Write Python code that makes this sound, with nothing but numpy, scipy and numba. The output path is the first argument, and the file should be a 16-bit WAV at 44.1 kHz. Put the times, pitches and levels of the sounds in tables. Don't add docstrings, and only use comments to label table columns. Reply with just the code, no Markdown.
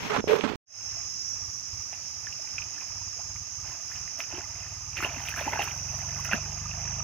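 import sys
import numpy as np
from scipy import signal
from scipy.fft import rfft, irfft
from scipy.io import wavfile
from scipy.ndimage import uniform_filter1d
from numba import njit

SR = 44100
rng = np.random.default_rng(int(sys.argv[2]) if len(sys.argv) > 2 else 0)


def log_audio(samples):
    frames = np.atleast_2d(samples).T
    limited = np.clip(frames, -1, 1)
    pcm = np.round(limited * 32767).astype(np.int16)
    wavfile.write(sys.argv[1], SR, pcm)


N = 310281
CUT_START_S, CUT_END_S = .558, .66

# (time [s], level [dB], starting pitch [Hz], length [cycles])
PLOPS = [(1.928, -40, 750, 15.6), (1.931, -34, 2380, 8), (2.268, -37, 2570, 7.4), (2.27, -31, 1722, 23),
         (2.326, -34.5, 2720, 24.4), (2.395, -46.5, 605, 13), (2.474, -38, 2296, 15.4),
         (2.582, -22.5, 2460, 20), (2.621, -28.5, 2500, 19), (2.78, -41, 1685, 23), (2.811, -37, 2470, 18),
         (2.82, -45, 1040, 16), (3.012, -44.5, 920, 30.5), (3.3, -47, 910, 23), (3.362, -37, 2137, 15.2),
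         (3.916, -36, 1770, 14), (3.961, -37, 2460, 9.4), (4.077, -35, 1960, 12), (4.193, -39, 640, 13),
         (4.204, -21, 2395, 7.4), (4.238, -33.5, 2480, 12), (4.321, -38, 2520, 8), (4.336, -36.5, 321, 17),
         (4.381, -33, 327, 7.9), (4.931, -38.5, 2470, 16), (4.97, -31, 3080, 14), (4.988, -25, 2330, 9.2),
         (4.992, -41, 337, 14), (5.005, -25.5, 1220, 8.4), (5.026, -22.5, 1294, 8.5),
         (5.027, -31, 311, 6.4), (5.046, -25.5, 2780, 27), (5.047, -29, 400, 6.5), (5.163, -32, 2630, 40),
         (5.17, -40, 255, 11.6), (5.183, -33, 2030, 19), (5.254, -32.5, 2700, 14), (5.276, -28, 2850, 10),
         (5.286, -22.5, 2430, 11), (5.34, -26.5, 1674, 17), (5.363, -32.5, 1330, 14.5),
         (5.389, -27, 1600, 16), (5.411, -31, 610, 10.1), (5.442, -34, 2650, 24), (5.467, -32, 290, 10.4),
         (5.477, -22, 857, 21), (5.533, -24, 930, 17.5), (5.558, -26, 830, 14), (5.591, -28, 430, 5.7),
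         (5.593, -19.5, 763, 13), (5.621, -22.5, 2670, 14), (5.685, -30, 2500, 14.6),
         (5.712, -33, 2300, 20), (6.252, -32, 1895, 22.6), (6.291, -33, 1350, 28), (6.312, -32.5, 690, 12),
         (6.313, -24, 2600, 27), (6.323, -23, 1860, 21), (6.331, -29.5, 194, 9.9), (6.332, -15, 1570, 21),
         (6.333, -19, 2630, 36), (6.342, -25.5, 260, 2.66), (6.575, -42.5, 2490, 14),
         (6.656, -37, 1192, 38.4), (6.713, -31.5, 2650, 28), (6.736, -40, 1737, 17.4),
         (7.003, -34.5, 1190, 30)]
# (start [s], end [s], small bubbles [dB], large bubbles re small [dB], fine spray re small [dB])
SPLASHES = [(1.914, 1.925, -49, -12, -27.5), (2.793, 2.814, -47, -6, -17), (3.63, 3.75, -49, -3, -17.5),
            (3.894, 3.98, -50, -16, -15), (4.178, 4.2, -39.5, -7, -12), (4.294, 4.381, -45, -1.5, -21),
            (4.954, 5.034, -33.5, -11.5, -21.5), (5.03, 5.058, -32.5, 1, -24),
            (5.077, 5.701, -45.5, -6.5, -16), (5.113, 5.206, -48.5, -5, -15), (5.246, 5.318, -42, -20, -12),
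            (5.36, 5.412, -35.5, -6.5, -20), (5.444, 5.493, -41.5, 1, -19), (5.51, 5.545, -37, 1.5, -30),
            (5.578, 5.624, -31.5, -6.5, -22), (5.654, 5.687, -45.5, -17, -15),
            (5.703, 6.205, -56.5, -1, -6), (6.233, 6.28, -39.5, -12.5, -17), (6.307, 6.34, -29, -6, -25)]


def undb(db):
    return 10 ** (np.asarray(db) / 20)


def unit(x):
    return x / np.sqrt(np.mean(x ** 2))


def curves(table):
    s, *columns = np.transpose(table)
    return [np.interp(np.arange(N) / SR, s, c) for c in columns]


def along(points):
    hz, value = np.transpose(points)
    bin_hz = np.arange(N // 2 + 1) * SR / N
    return np.interp(np.log(bin_hz + 1), np.log(hz), value)


def colour(x, points):
    return irfft(rfft(x) * undb(along(points)), N)


def ring(x, modes):
    out = 0
    for k, (hz, width_hz, db) in enumerate(modes):
        b, a = signal.iirpeak(hz, hz / width_hz, SR)
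        out = out + (-1) ** k * undb(db) * signal.lfilter(b, a, x)
    return out


def walk(rate_hz):
    k = int(SR / rate_hz)
    steps = np.repeat(rng.standard_normal(N // k + 1), k)
    return 1.3 * uniform_filter1d(uniform_filter1d(steps, k), k)[:N]


def pulses(rate_hz, start=0.):
    turns = start + np.cumsum(rate_hz) / SR
    return np.diff(np.floor(turns), prepend=np.floor(start)), turns % 1


def bursts(rows, attack_s, t60_s):
    t, out = np.arange(N) / SR, np.zeros(N)
    for start, end, db in rows:
        a, b = int(start * SR), int((max(end, start) + t60_s) * SR)
        decay_db = 60 * np.clip(t[a:b] - end, 0, None) / t60_s
        rise = np.clip((t[a:b] - start) / attack_s, 0, 1)
        out[a:b] += undb(db - decay_db) * rise
    return out


@njit
def grains(n, at, size, turn, cycles, glide, swell):
    y = np.zeros(n)
    for g in range(len(at)):
        length = int(cycles[g] * 2 * np.pi / turn[g]) + 2
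        phase = 0.
        for i in range(min(length, n - at[g])):
            phase += min(turn[g] * 2 ** (glide[g] * 2 * i / length), 3.)
            u = i / (swell * length)
            y[at[g] + i] += size[g] * u * np.exp(1 - u) * (1 - i / length) * np.sin(phase)
    return y


def play(table, swell=0.11):
    s, db, hz, cycles, glide = np.transpose(table).astype(float)
    at = (s * SR).astype(np.int64)
    return grains(N, at, undb(db), 2 * np.pi * hz / SR, np.clip(cycles, 1, 80), glide, swell)


def swarm(count, lo_hz, hi_hz, cycles, scatter_db):
    u = rng.random((count, 4)).T
    s = u[0] * (N - 1) / SR
    db = -scatter_db * np.log(u[2] + 1e-4)
    hz = lo_hz * (hi_hz / lo_hz) ** u[1]
    return unit(play(np.transpose([s, db, hz, cycles * (.5 + u[3]), 0.33 * u[3]])))


@njit
def svf(x, hz, width):
    y, b, l = np.empty(len(x)), 0., 0.
    for i in range(len(x)):
        g, k = np.tan(np.pi * hz[i] / SR), width / hz[i]
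        v = (b + g * (x[i] - l)) / (1 + g * (g + k))
        b, l, y[i] = 2 * v - b, l + 2 * g * v, k * v
    return y


def finger_taps():
    # (time [s], level before panning [dB], pitch [Hz], length [cycles])
    tap_rows = [(0.164, -11, 912, 2.7), (0.185, -28, 204, 14), (0.241, -18.5, 420, 3.14),
                (0.274, -18, 466, 4.5), (0.341, -16, 430, 4.8), (0.41, -17, 2630, 5.9),
                (0.438, -20, 286, 3.86), (0.471, -31, 234, 3.4), (0.498, -27, 274, 4),
                (0.51, -32, 210, 2.2), (0.518, -24, 412, 5.2), (0.535, -23, 390, 3.6),
                (0.554, -25, 152, 9.1)]
    return play([(*row, 0) for row in tap_rows], swell=0.112) * undb([[-14], [5]])


def finger_rubs():
    # (start [s], loudest [s], end [s], low rub [dB], hollow ring [dB], bright rub [dB],
    #  scrape [dB], airy hiss [dB])
    strokes = [(0, 0.066, 0.11, -40, -46.5, -39, -39, -55), (0.096, 0.158, 0.18, -36.5, -34, -27, -43, -58),
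               (0.179, 0.196, .207, -25, -36, -30.5, -46, -64.5),
               (0.275, 0.281, 0.327, -41, -28.5, -35, -38, -55.5),
               (0.297, 0.337, 0.36, -38.5, -22.5, -29.5, -37, -51),
               (.345, 0.364, 0.402, -37.5, -30.5, -30.5, -39, -47.5),
               (0.38, 0.418, 0.48, -43, -50, -39.5, -35.5, -67),
               (0.436, 0.438, 0.47, -28, -34, -29, -45, -66),
               (0.441, 0.488, .556, -36, -46, -34, -33, -49.5)]
    # (centre [Hz], width [Hz], level [dB]), left re right [dB])
    case_bands = [([(218, 240, 0)], -13), ([(425, 58, 0), (595, 71, -7)], -17.5), ([(910, 1200, 0)], -12.5),
                  ([(2040, 1740, 0)], 8), ([(12000, 11000, 0)], 8)]
    edge_db, rest_db = -6.5, -61
    own, right = rng.standard_normal((2, N)) * undb(1.84 * walk(250))
    skin = np.array([1.14 * own + 0.28 * np.roll(right, int(-.0012 * SR)), right])
    t = np.arange(N) / SR
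    shape = [undb(np.interp(t, row[:3], [edge_db, 0, edge_db], -99, -99)) for row in strokes]
    shape = uniform_filter1d(shape, size=150)
    band_levels_db = np.transpose(strokes)[3:]
    out = np.zeros((2, N))
    for level_db, (modes, pan_db) in zip(band_levels_db, case_bands):
        band_rest_db = rest_db + level_db.mean() - band_levels_db[0].mean()
        gain = np.sqrt(undb(level_db) ** 2 @ np.square(shape) + undb(band_rest_db) ** 2)
        pan = undb(np.array([[pan_db], [-pan_db]]) / 2)
        out += unit(ring(ring(skin, modes), modes)) * gain * pan
    return out


def fingers():
    # (time [s], gain [dB])
    left_grip = [(0, -1), (.12, 2), (.3, 4), (.36, -5), (.41, -16), (.556, -23)]
    out = finger_taps() + finger_rubs()
    out[0] += unit(ring(rng.standard_normal(N), [(89.5, 47, 0)])) * undb(-44.5)
    out[0] *= undb(curves(left_grip)[0])
    return out * (np.arange(N) / SR < CUT_START_S)


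def cicadas():
    # (width of each filter pass [Hz], mean pulse rate [1/s], mean left lead before the port lead [samples])
    groups = [(400, 415, 2), (351, 425, 3), (630, 431, 5)]
    # (time [s], low group [Hz], middle group [Hz], high group [Hz])
    drum_pitches = [(.9, 5378, 5806, 6270), (1.4, 5150, 5750, 6600), (2.4, 5308, 5904, 6430),
                    (4.2, 5285, 5810, 6384), (6.1, 5196, 5907, 6335), (7.04, 5250, 5796, 6430)]
    # (time [s], low group [dB], middle group [dB], high group [dB])
    group_levels = [(.9, -41, -54, -45), (1.3, -44.5, -40.5, -45.5), (1.95, -47, -46.5, -53.5),
                    (2.6, -42, -48, -47.5), (3.5, -45.5, -50, -47), (4.1, -48, -44.5, -47),
                    (4.45, -49.5, -49.5, -51), (5.4, -50.5, -46, -53), (6.15, -44, -40.5, -48.5),
                    (6.6, -46.5, -47, -49), (7.04, -50, -43, -47)]
    # (frequency [Hz], gain [dB])
    chorus_edges = [(4600, -14), (4880, -10), (5050, 0), (6750, 0), (7050, -6)]
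    out = np.zeros((2, N))
    for (width_hz, rate_hz, lead), hz, db in zip(groups, curves(drum_pitches), curves(group_levels)):
        ports = 0.12 * rng.standard_normal((2, N))
        for k, own in enumerate(rng.standard_normal(3)):
            clicks = pulses(rate_hz * (1 + .02 * own + .04 * walk(150)))[0]
            clicks = clicks * undb(1.2 * rng.standard_normal(N))
            ports += [np.roll(clicks, 1 - k - int(round(lead))), clicks]
        drum_hz = hz * (1 + 0.0075 * walk(4))
        width_hz = float(width_hz)
        broad = np.array([svf(svf(x, drum_hz, width_hz), drum_hz, width_hz) for x in ports])
        strand = np.array([svf(x, drum_hz, 110.) for x in broad])
        out += unit(broad + 0.49 * undb(4 * walk(2)) * strand) * undb(db + 1.1 * walk(8))
    return colour(out, chorus_edges)


def engine():
    # (time [s], rate [firings/s])
    speed = [(0.8, 16.56), (1.3, 16.08), (2.4, 16.1), (3.9, 18.94), (4.4, 17.92), (5.0, 19.01),
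             (5.8, 22.13), (7.04, 26.53)]
    # (time [s], level [dB])
    pull = [(.8, -63.5), (2.8, -66), (3.16, -55.5), (3.5, -60), (3.85, -62.5), (4.24, -65), (4.45, -52.5),
            (4.65, -49), (5.1, -45.5), (5.7, -46), (6.1, -42.5), (7.04, -41.5)]
    # (start [s], end [s], exhaust level [dB])
    hunt = [(.86, 1.07, -54), (1.35, 1.5, -51), (1.68, 1.8, -49.5), (2.16, 2.3, -55), (2.53, 2.68, -51),
            (2.89, 3.08, -50.5), (3.24, 3.42, -48.5), (3.57, 3.71, -48), (3.92, 4.06, -52),
            (4.28, 4.4, -51)]
    # (frequency [Hz], relative level [dB])
    exhaust = [(15, -69), (30, -31.5), (50, 1), (75, 10.5), (100, 5.5), (120, 8.5), (145, -27), (300, -100)]
    # (frequency [Hz], relative level [dB])
    boom_spectrum = [(50, -83), (105, -27), (130, 8.5), (160, 0.5), (195, -6), (250, -25.5), (340, -39),
                     (600, -100)]
    rate_hz = curves(speed)[0]
    load = np.hypot(undb(curves(pull)[0]), bursts(hunt, attack_s=0.023, t60_s=0.1))
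    boom_db = -2.5 - 11.5 * np.exp((rate_hz.min() - rate_hz) / 3.2)
    fired, phase = pulses(rate_hz, start=.73)
    fired = np.roll(fired, int(.012 * SR)) * undb(.8 * rng.standard_normal(N)) / np.sqrt(rate_hz)
    fired = fired + 0.413 * np.roll(fired, int(0.02091 * SR))
    boom = unit(colour(np.roll(fired, int(-.004 * SR)), boom_spectrum))
    thud = unit(colour(fired, exhaust)) + boom * undb(boom_db)
    tin_modes = [(1214, 60, 0.5), (912, 79, -4.5), (700, 61, -12.0)]
    rattle = ring(np.exp(-phase / 0.74) * rng.standard_normal(N), tin_modes)
    return load * thud + load ** 0.32 * undb(-44.5) * unit(rattle)


def splash_gain(above_db):
    rows = [(start, end, db + up) for (start, end, db, *_), up in zip(SPLASHES, above_db)]
    return bursts(rows, attack_s=0.02, t60_s=0.173)


def bubbling():
    # (time [s], mean level before band trims [dB])
    lapping = [(.9, -56.5), (1.25, -60), (1.5, -58), (2.3, -60), (2.75, -53.5), (3.2, -58), (3.6, -54),
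               (4.3, -52.5), (4.9, -53.5), (5.8, -50), (6.5, -46.5), (7.04, -47.5)]
    # (frequency [Hz], relative level before the tilt [dB])
    spectrum = [(120, -41), (200, -10), (306, -9), (507, -13), (746, 0.5), (1160, -4.5), (1590, -1.5),
                (2250, 1.5), (2640, 3.5), (3730, -15), (4800, -13.5), (6240, -55.5), (10600, -120)]
    calm = undb(curves(lapping)[0] + 2.5 * walk(9))
    fizz_rows = [(s, s + 0.0043, db - 21) for s, db, hz, _ in PLOPS if hz > 1200]
    fizz = bursts(fizz_rows, attack_s=0.0034, t60_s=0.066)
    small_gain = np.sqrt(calm ** 2 + splash_gain(np.zeros(len(SPLASHES))) ** 2 + fizz ** 2)
    large_gain = np.hypot(calm * undb(-2.5), splash_gain(np.transpose(SPLASHES)[3]))
    bubbles = swarm(count=11000, lo_hz=225.4, hi_hz=4770, cycles=18.0, scatter_db=2.5)
    wash = unit(colour(rng.standard_normal(N), [(100, -10), (10000, -20.5)]))
    distinct = np.clip((20 * np.log10(small_gain) + 67.5) / 24, .1, .9)
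    mix = np.sqrt(distinct) * bubbles + np.sqrt(1 - distinct) * wash
    churn = colour(mix, [(hz, db + 10 * np.log10(hz)) for hz, db in spectrum])
    large = colour(churn, [(1100, 0.5), (1500, -26.0)])
    small = unit(churn - large)
    return small * small_gain * undb(-4.5) + unit(large) * large_gain * undb(-4)


def plops():
    # (time [s], level [dB], starting pitch [Hz], length [cycles],
    #  glide at half length [octaves])
    chirps = [(2.745, -52.5, 270, 22, 0.28), (3.16, -54, 418, 20, .25), (3.188, -44.5, 576, 22.3, .8)]
    ringing = play([(*row, 0.049 + 39.8 / row[2]) for row in PLOPS], swell=0.11)
    impact_cycles = 2.9
    ticks = play([(s, db - 12.5, hz, impact_cycles, 0) for s, db, hz, _ in PLOPS], swell=0.29)
    return ringing + play(chirps, swell=0.4) + ticks


def bank_echo(dry):
    t = np.arange(int(.15 * SR)) / SR
    bank = rng.standard_normal((2, len(t))) * np.exp(-np.log(1000) * t / 0.086)
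    bank *= undb(-6.5) / np.sqrt(np.sum(bank ** 2, axis=1, keepdims=True))
    return signal.fftconvolve(dry[None], bank, axes=1)[:, :N]


def spray():
    # (time [s], level [dB])
    flicks = [(1.2899, -56.5), (4.1894, -59), (4.9721, -64), (5.0185, -53), (5.031, -53), (5.0624, -57),
              (5.2884, -42), (5.3632, -51), (5.6216, -48), (5.638, -42), (5.9803, -58), (6.1988, -55),
              (6.2447, -46), (6.257, -55), (6.333, -56.5)]
    attack_s, floor_db = .004, -72.5
    droplets = np.array([swarm(count=25000, lo_hz=8420, hi_hz=15800, cycles=2.5, scatter_db=2.0)
                         for _ in range(2)])
    gain = np.hypot(undb(floor_db), splash_gain(np.transpose(SPLASHES)[4]))
    gain = gain * undb(2.1 * walk(30) - 2.5)
    flick_rows = [(s - attack_s / 2, s + attack_s / 2, db) for s, db in flicks]
    return droplets * (gain + bursts(flick_rows, attack_s, t60_s=0.047))


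def water():
    dry = bubbling() + plops()
    return dry + bank_echo(dry) + spray()


def air():
    # (frequency [Hz], relative level [dB])
    air_spectrum = [(25, -54), (45, -22), (90, -1.5), (200, -14), (530, -22), (810, -25), (1500, -18),
                    (2600, -19), (3700, -24.5), (4700, -15.5), (5050, -6), (6750, -5), (7300, -17),
                    (8500, -32.5), (12000, -31), (15600, -47)]
    # (frequency [Hz], correlation between ports [0-1])
    likeness = [(60, 0.51), (700, 0.28), (1400, 0), (3000, 0), (6000, 0.089)]
    like = np.clip(along(likeness), 0, 1)
    noise = rfft(rng.standard_normal((2, N))) * undb(along(air_spectrum))
    mid, side = noise * np.sqrt([1 + like, 1 - like])
    mean_db = -45.5
    return unit(irfft(np.array([mid + side, mid - side]), N)) * undb(mean_db + .5 * walk(1.65))


def port_response(far):
    # (frequency [Hz], left re right [dB])
    port_difference = [(1700, 0), (2700, -9), (3900, 0), (5200, -5.5), (6300, -14.5), (7300, -0.5),
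                       (8500, 4), (11000, 11), (15000, 10.5)]
    left_lead_s = 3e-5
    bin_hz = np.arange(N // 2 + 1) * SR / N
    lead = np.exp(2j * np.pi * np.outer([1, 0], bin_hz) * left_lead_s)
    return irfft(rfft(far) * lead * undb(np.outer([.5, -.5], along(port_difference))), N)


def scene():
    # (time [s], left [dB], right [dB])
    shade = [(0, 5.5, -11.5), (.2, -12, -7.5), (.4, -2.5, -10), (.55, -14, -27)]
    fade_in_s, open_db = 0.23, (1.5, 1.19)
    far = port_response(cicadas() + engine() + water() + air())
    t = np.arange(N) / SR
    u = np.clip((t - CUT_END_S) / fade_in_s, 0, 1)
    back = np.outer(undb(open_db), np.sin(np.pi / 2 * u) ** 1.666)
    gain = np.where(t < CUT_START_S, undb(curves(shade)), back + undb(-59))
    return far * gain + fingers()


def record(dry):
    t = np.arange(N) / SR
    gate = np.where((t > CUT_START_S) & (t < CUT_END_S), undb(-22.0), 1)
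    top_hz = 15630
    low_pass = signal.ellip(10, .2, 80, top_hz, fs=SR, output="sos")
    return signal.sosfilt(low_pass, dry * gate)


dry = scene()
out = record(dry)
log_audio(out)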